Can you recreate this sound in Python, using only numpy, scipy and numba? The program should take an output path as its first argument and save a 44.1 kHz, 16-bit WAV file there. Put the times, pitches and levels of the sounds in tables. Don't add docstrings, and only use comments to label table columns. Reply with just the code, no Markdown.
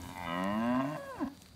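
import sys
import numpy as np
from scipy import signal
from scipy.io import wavfile
from scipy.ndimage import uniform_filter1d
from numba import njit

SR = 44100
rng = np.random.default_rng(int(sys.argv[2]) if len(sys.argv) > 2 else 0)


def put_to_file(sound):
    columns = np.atleast_2d(sound).T
    safe = np.clip(columns, -1, 1)
    whole_steps = np.round(safe * 32767)
    wavfile.write(sys.argv[1], SR, whole_steps.astype(np.int16))


def volts_from_db(level):
    exponent = np.asarray(level, float) / 20
    return 10 ** exponent


N = 68355
T = np.arange(N) / SR


def rms_one(x):
    return x / np.sqrt(np.mean(x ** 2) + 1e-20)


def in_time(rows):
    s, *columns = np.transpose(rows)
    return [np.interp(T, s, c) for c in columns]


def band(x, low_hz, high_hz, order=2):
    edges_hz = [low_hz, min(high_hz, .45 * SR)]
    return signal.sosfilt(signal.butter(order, edges_hz, "band", fs=SR, output="sos"), x)


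def noise_band(center_hz, width_hz, x):
    return rms_one(band(x, center_hz - width_hz / 2, center_hz + width_hz / 2))


def drift(rate_hz):
    r = np.exp(-2 * np.pi * rate_hz / SR)
    wander = signal.lfilter([1], [1, -2 * r, r * r], rng.standard_normal(N + SR))
    return rms_one(wander[SR:])


# [t/s, f/Hz]
CHEST_HZ = [(0.0, 96.4), (0.038, 87.28), (0.184, 90.52), (0.29, 82.93), (0.354, 87.93), (0.444, 95.2),
            (0.54, 105.8), (0.62, 114.8), (0.79, 131.9), (0.855, 137.2), (0.88, 148.7), (.944, 153.1),
            (0.98, 160.2)]
# [t/s, level/dB, lowest tone/dB]
EFFORT = [(0, -48.5, 2), (.152, -51.5, -9), (0.162, -43.5, -11), (0.256, -39, -19), (.33, -34.5, -23.5),
          (.45, -32.5, -19), (.54, -32, -22.5), (.7, -30, -15), (0.808, -29, -11), (.835, -35, -9),
          (0.86, -33.5, -5), (0.881, -35, -4), (.94, -40, -0.5), (.965, -38, -2)]
# [t/s, roughness/0-1]
ROUGH = [(0, .6), (.14, .5), (.17, .1), (.3, .04), (.735, .05), (.755, .9), (.778, .2), (.81, .3),
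         (.84, .7), (.885, .3), (.93, .3), (.965, .9)]
# [t/s, shape: 0 murmur, 1 shut, 2 open, 3 wide, 4 rounded, 5 tense, 6 slack]
MOUTH = [(0, -0.5), (.15, 0.5), (0.163, 1), (0.246, 0.9), (0.271, 2), (.36, 2.5), (0.5, 3), (.545, 3),
         (0.62, 4), (.72, 4.5), (.8, 4), (.87, 5), (.96, 4.5)]
# [t/s, level/dB]
CATCHES = [
    (.003, 2.1),
    (0.036, 4.3),
    (0.089, 7.1),
    (.111, 3.6),
]
CATCH_S = 0.024
BREAK_S, BREAK_FADE_S = .978, .014
EDGE_HZ, EDGE_SCATTER_DB, EDGE_AIR, TOP_HZ = 1350, .7, .16, 4800


def chest_voice():
    hz, = in_time(CHEST_HZ)
    db, lowest_db = in_time(EFFORT)
    rough, = in_time(ROUGH)
    mouth, = in_time(MOUTH)
    for s, d in CATCHES:
        db = db + d * (T > s) * np.exp(-np.abs(T - s) / CATCH_S)
    jitter = .04 * rough * drift(50) + .0015 * drift(80)
    phase = np.cumsum(hz * (1 + jitter)) / SR

    strength, sharpness = rng.standard_normal((400, 2))[(phase + .5).astype(int)].T
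    k = np.arange(2, 50)[:, None]
    weight = np.where(k * hz < EDGE_HZ, 1, volts_from_db(EDGE_SCATTER_DB * sharpness)) * (k * hz < TOP_HZ)
    puffs = (np.cos(2 * np.pi * k * phase) * weight).sum(axis=0) * volts_from_db(5 * rough * strength)

    gate = np.exp(-4 * (phase % 1))
    air = gate * rng.standard_normal(N)
    breath_gain = .04 + rough * np.where(T > .3, 1.1, .4)
    breath = breath_gain * rms_one(band(air, 350, TOP_HZ))
    breath = breath + (EDGE_AIR + .3 * rough) * rms_one(band(air, EDGE_HZ, TOP_HZ))

    voice = throat(rms_one(puffs) + breath, mouth, direct_db=-80)
    voice = voice - volts_from_db(lowest_db) * np.sin(2 * np.pi * phase)
    fade = np.clip((BREAK_S - T) / BREAK_FADE_S, 0, 1)
    return volts_from_db(db) * fade * (voice + rasp(air * gate))


# [t/s, length/s, f/Hz, level/dB]
RASPS = [
    (.08, 0.09, 6700, -24.5),
    (0.604, 0.028, 6200, -40),
    (0.65, .02, 6200, -40),
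    (0.66, 0.047, 8000, -39),
    (.76, 0.035, 7900, -41.5),
    (0.813, .006, 6440, -34),
    (.89, .055, 6300, -33.5),
    (0.886, 0.046, 7200, -35),
]


def rasp(gated_air):
    out = 0
    for s, length_s, hz, db in RASPS:
        swell = np.exp(-((T - s) / length_s) ** 2)
        out = out + volts_from_db(db) * swell * noise_band(hz, 270, gated_air)
    return out


# [t/s, f/Hz]
SQUEAL_HZ = [(.96, 640), (.982, 559), (1.05, 554.5), (1.102, 537.4), (1.152, 472.8), (1.186, 395.6),
             (1.22, 305), (1.24, 245), (1.252, 191), (1.26, 266.4), (1.3, 283.6), (1.33, 275), (1.36, 238)]
# [t/s, level/dB, breath/dB, overtones/dB]
SQUEAL_DB = [(0.959, -42, -23.5, 2), (1.06, -45, -24, -1), (1.104, -41.5, -30.5, -1),
             (1.18, -47.5, -21, 2.5), (1.207, -38, -18, 5), (1.222, -31, -27, -4), (1.232, -30, -28, -2),
             (1.25, -34, -23, -21), (1.262, -38, -19.5, -5), (1.279, -40, -11, -1), (1.295, -49, -30, -1),
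             (1.338, -47.5, -34, -7), (1.349, -58, -24, -8)]
SQUEAL_TONES_DB = [1.2, -5, -4, -10, -12.5, -7]


def squeal():
    hz, = in_time(SQUEAL_HZ)
    db, breath_db, bright_db = in_time(SQUEAL_DB)
    phase = np.cumsum(hz * (1 + 0.0044 * drift(25.4))) / SR
    tone = 0
    for k, tone_db in enumerate(SQUEAL_TONES_DB, start=1):
        level_db = tone_db + (k > 1) * bright_db + 1.2 * drift(29)
        tone = tone + volts_from_db(level_db) * np.cos(2 * np.pi * k * phase)
    air = band(rng.standard_normal(N), 200, 4000)
    voice = throat(tone + volts_from_db(breath_db) * 20 * air, np.full(N, 6.), direct_db=-32.5)
    start_s, end_s = SQUEAL_DB[0][0], SQUEAL_DB[-1][0]
    on = np.clip(np.minimum(T - start_s, end_s - T) / .008, 0, 1)
    return volts_from_db(db) * on * voice


# [f/Hz, width/Hz, level/dB]
MURMUR = [(277, 32, 0), (610, 190, -21.5), (950, 91, -6), (1350, 81, -36), (1630, 86, -16.5),
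          (2040, 98, -17.5), (2340, 130, -17), (2995, 110, -19), (3700, 110, -20.5)]
SHUT = [(196, 65, -8.5), (702, 370, -8.5), (890, 92, 1), (1237, 20, -23), (1570, 79, -17), (2030, 88, -4.5),
        (2400, 99, -10.5), (2970, 79, -23.5), (3600, 68, -21.5)]
OPEN = [(213, 77, -1.5), (557, 150, -10), (1029, 66, -1), (1267, 37, 0.5), (1575, 81, -9.5), (1986, 71, -3),
        (2390, 130, -7), (2964, 53, -9), (3560, 71, -14)]
WIDE = [(224, 38, 6.5), (596, 63, -1.5), (1036, 59, -1), (1280, 62, -13.5), (1540, 64, -19), (1842, 51, -7),
        (2310, 150, -18.5), (2860, 70, -15), (3580, 220, -38.5)]
ROUND = [(245, 15.7, 10), (620.3, 68, -3), (1030, 68, -3), (1296, 106, -17), (1585, 79, -12.5),
         (1828, 52, -23), (2130, 120, -27), (2810, 134, -21), (3540, 200, -33)]
TENSE = [(280.5, 17, 1), (637, 58, -5), (1040, 59, -8), (1326, 94, -26.5), (1533, 76, -18.5),
         (1828, 26, -15.5), (2400, 170, -31), (2737, 150, -24), (3350, 89, -35)]
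SLACK = [(275, 70, -0.5), (599, 120, -4.5), (1038, 95, -2.5), (1330, 89, -20), (1583, 124, -10.5),
         (1841, 47, -15.5), (2480, 87, -33), (2766, 170, -16.5), (3300, 170, -19.5)]
POLARITY = [1, 1, -1, 1, 1, 1, -1, -1, -1]
# [f/Hz, width/Hz, depth/0-1]
HOLLOWS = [(417, 110, 0.91), (830, 280, 0.4), (1740, 25, 0.8), (2180, 690, 0.61), (2613, 120, 0.72),
           (4300, 1600, 0.48)]


def throat(source, mouth, direct_db):
    shapes = np.transpose([MURMUR, SHUT, OPEN, WIDE, ROUND, TENSE, SLACK], (1, 2, 0))
    out = 0
    for sign, resonance in zip(POLARITY, shapes):
        hz, width_hz, db = [np.interp(mouth, np.arange(7), row) for row in resonance]
        gain = sign * volts_from_db(db + .8 * drift(9.6))
        out = out + gain * resonate(source, hz, width_hz, SR)
    for hz, width_hz, depth in HOLLOWS:
        out = out - depth * resonate(out, np.full(N, float(hz)), np.full(N, float(width_hz)), SR)
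    out = out + volts_from_db(direct_db) * source
    return out / np.sqrt(uniform_filter1d(out ** 2, size=1400) + 1e-12)


@njit
def resonate(x, hz, width_hz, sr):
    y = np.zeros(len(x))
    for i in range(2, len(x)):
        r = np.exp(-np.pi * width_hz[i] / sr)
        drive = (1 - r * r) / 2 * (x[i] - x[i - 2])
        y[i] = drive + 2 * r * np.cos(2 * np.pi * hz[i] / sr) * y[i - 1] - r * r * y[i - 2]
    return y


# [delay/s, level/dB]
ECHOES = [(.012, -22), (.037, -20), (.071, -24), (.118, -29)]


def tree_line(call):
    dull = band(call, 73, 1800, order=1)
    return sum(volts_from_db(db) * np.interp(T - s, T, dull, left=0) for s, db in ECHOES)


# [t/s, peak/dB, low f/Hz, high f/Hz]
TICKS = [(.017, -38.5, 5600, 8100), (0.177, -41.5, 2500, 9900), (0.4395, -34.5, 4400, 12400),
         (.664, -47, 6080, 15240), (1.2767, -44, 400, 4170), (1.345, -49.5, 500, 4500),
         (1.374, -46.5, 2300, 6000), (1.4198, -39, 2980, 9900), (1.442, -61, 1490, 7960),
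         (1.46, -43, 1180, 4800), (1.4878, -49.5, 1980, 6120)]


def ticks():
    out, t = np.zeros(N + SR), np.arange(400) / SR
    for s, peak_db, low_hz, high_hz in TICKS:
        burst = rng.standard_normal(400) * np.exp(-t / .0012)
        snap = band(burst, low_hz, high_hz)
        i = int(s * SR)
        out[i:i + 400] += volts_from_db(peak_db) * snap / np.abs(snap).max()
    return out[:N]


# [t/s, length/s, level/dB]
RUSTLES = [
    (0.068, 0.071, -62),
    (0.949, 0.062, -67.5),
    (1.093, 0.088, -66),
    (1.436, 0.075, -69),
]


def rustles():
    swell = sum(volts_from_db(db) * np.exp(-((T - s) / length_s) ** 2) for s, length_s, db in RUSTLES)
    noise = rms_one(band(rng.standard_normal(N), 7000, 9500, order=1))
    return swell * volts_from_db(2.1 * drift(73)) * noise


# [f/Hz, density/dB per Hz]
AIR = [(150, 9), (270, 0), (420, -8), (700, -5.5), (1500, -12), (3000, -16.5), (7000, -19), (15500, -23)]
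AIR_DB, AIR_START_DB, AIR_SETTLE_S = -62, 11.5, 1


def leaf_hiss():
    edges_hz = 150 * 2 ** np.arange(0, 7.1, .5)
    white = rng.standard_normal((2, N))
    hz, db = np.transpose(AIR)
    together = drift(16)
    hiss = 0
    for k, (low_hz, high_hz) in enumerate(zip(edges_hz, edges_hz[1:])):
        level_db = np.interp(np.log(low_hz * high_hz) / 2, np.log(hz), db)
        flicker_db = 1.2 * together + 1.3 * drift(14)
        hiss = hiss + volts_from_db(level_db + flicker_db) * band(white[k % 2], low_hz, high_hz)
    return volts_from_db(AIR_DB + AIR_START_DB * np.exp(-T / AIR_SETTLE_S)) * rms_one(hiss)


def insects():
    out = 0
    for hz, width_hz, db in [(4650, 280, -71.5), (4000, 900, -69.5)]:
        out = out + volts_from_db(db + drift(66)) * noise_band(hz, width_hz, rng.standard_normal(N))
    return out


# [f/Hz, level/dB]
DRONE = [(91, -65.5), (183, -67.5), (277, -82)]


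def engine_drone():
    return sum(np.sqrt(2) * volts_from_db(db + 0.63 * drift(1.75)) * np.sin(2 * np.pi * hz * T) for hz, db in DRONE)


# [t/s, level/dB]
BREEZE = [(0.0, -78), (0.02, -51), (0.056, -48), (0.188, -57), (0.228, -51.5), (0.302, -50), (0.358, -69),
          (.43, -66), (.462, -48), (.5, -55), (0.538, -49), (0.568, -67), (0.742, -46), (0.8, -82),
          (1.1, -65), (1.155, -60), (1.2, -56), (1.25, -55), (1.346, -85), (1.372, -64), (1.51, -66),
          (1.55, -54)]


def breeze():
    db, = in_time(BREEZE)
    return volts_from_db(db + 2 * drift(12)) * rms_one(band(rng.standard_normal(N), 48, 125))


def scene():
    cow = chest_voice() + squeal()
    near = ticks() + rustles()
    pasture = leaf_hiss() + insects() + engine_drone() + breeze()
    return (cow + tree_line(cow) + near + pasture)[None, :]


def top_cut(x):
    return signal.sosfilt(signal.butter(12, 15720, fs=SR, output="sos"), x)


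def record(dry):
    low_pass = signal.ellip(12, .5, 70, 15700, fs=SR, output="sos")
    mix = signal.sosfilt(low_pass, dry)
    return top_cut(mix)


dry = scene()
out = record(dry)
put_to_file(out)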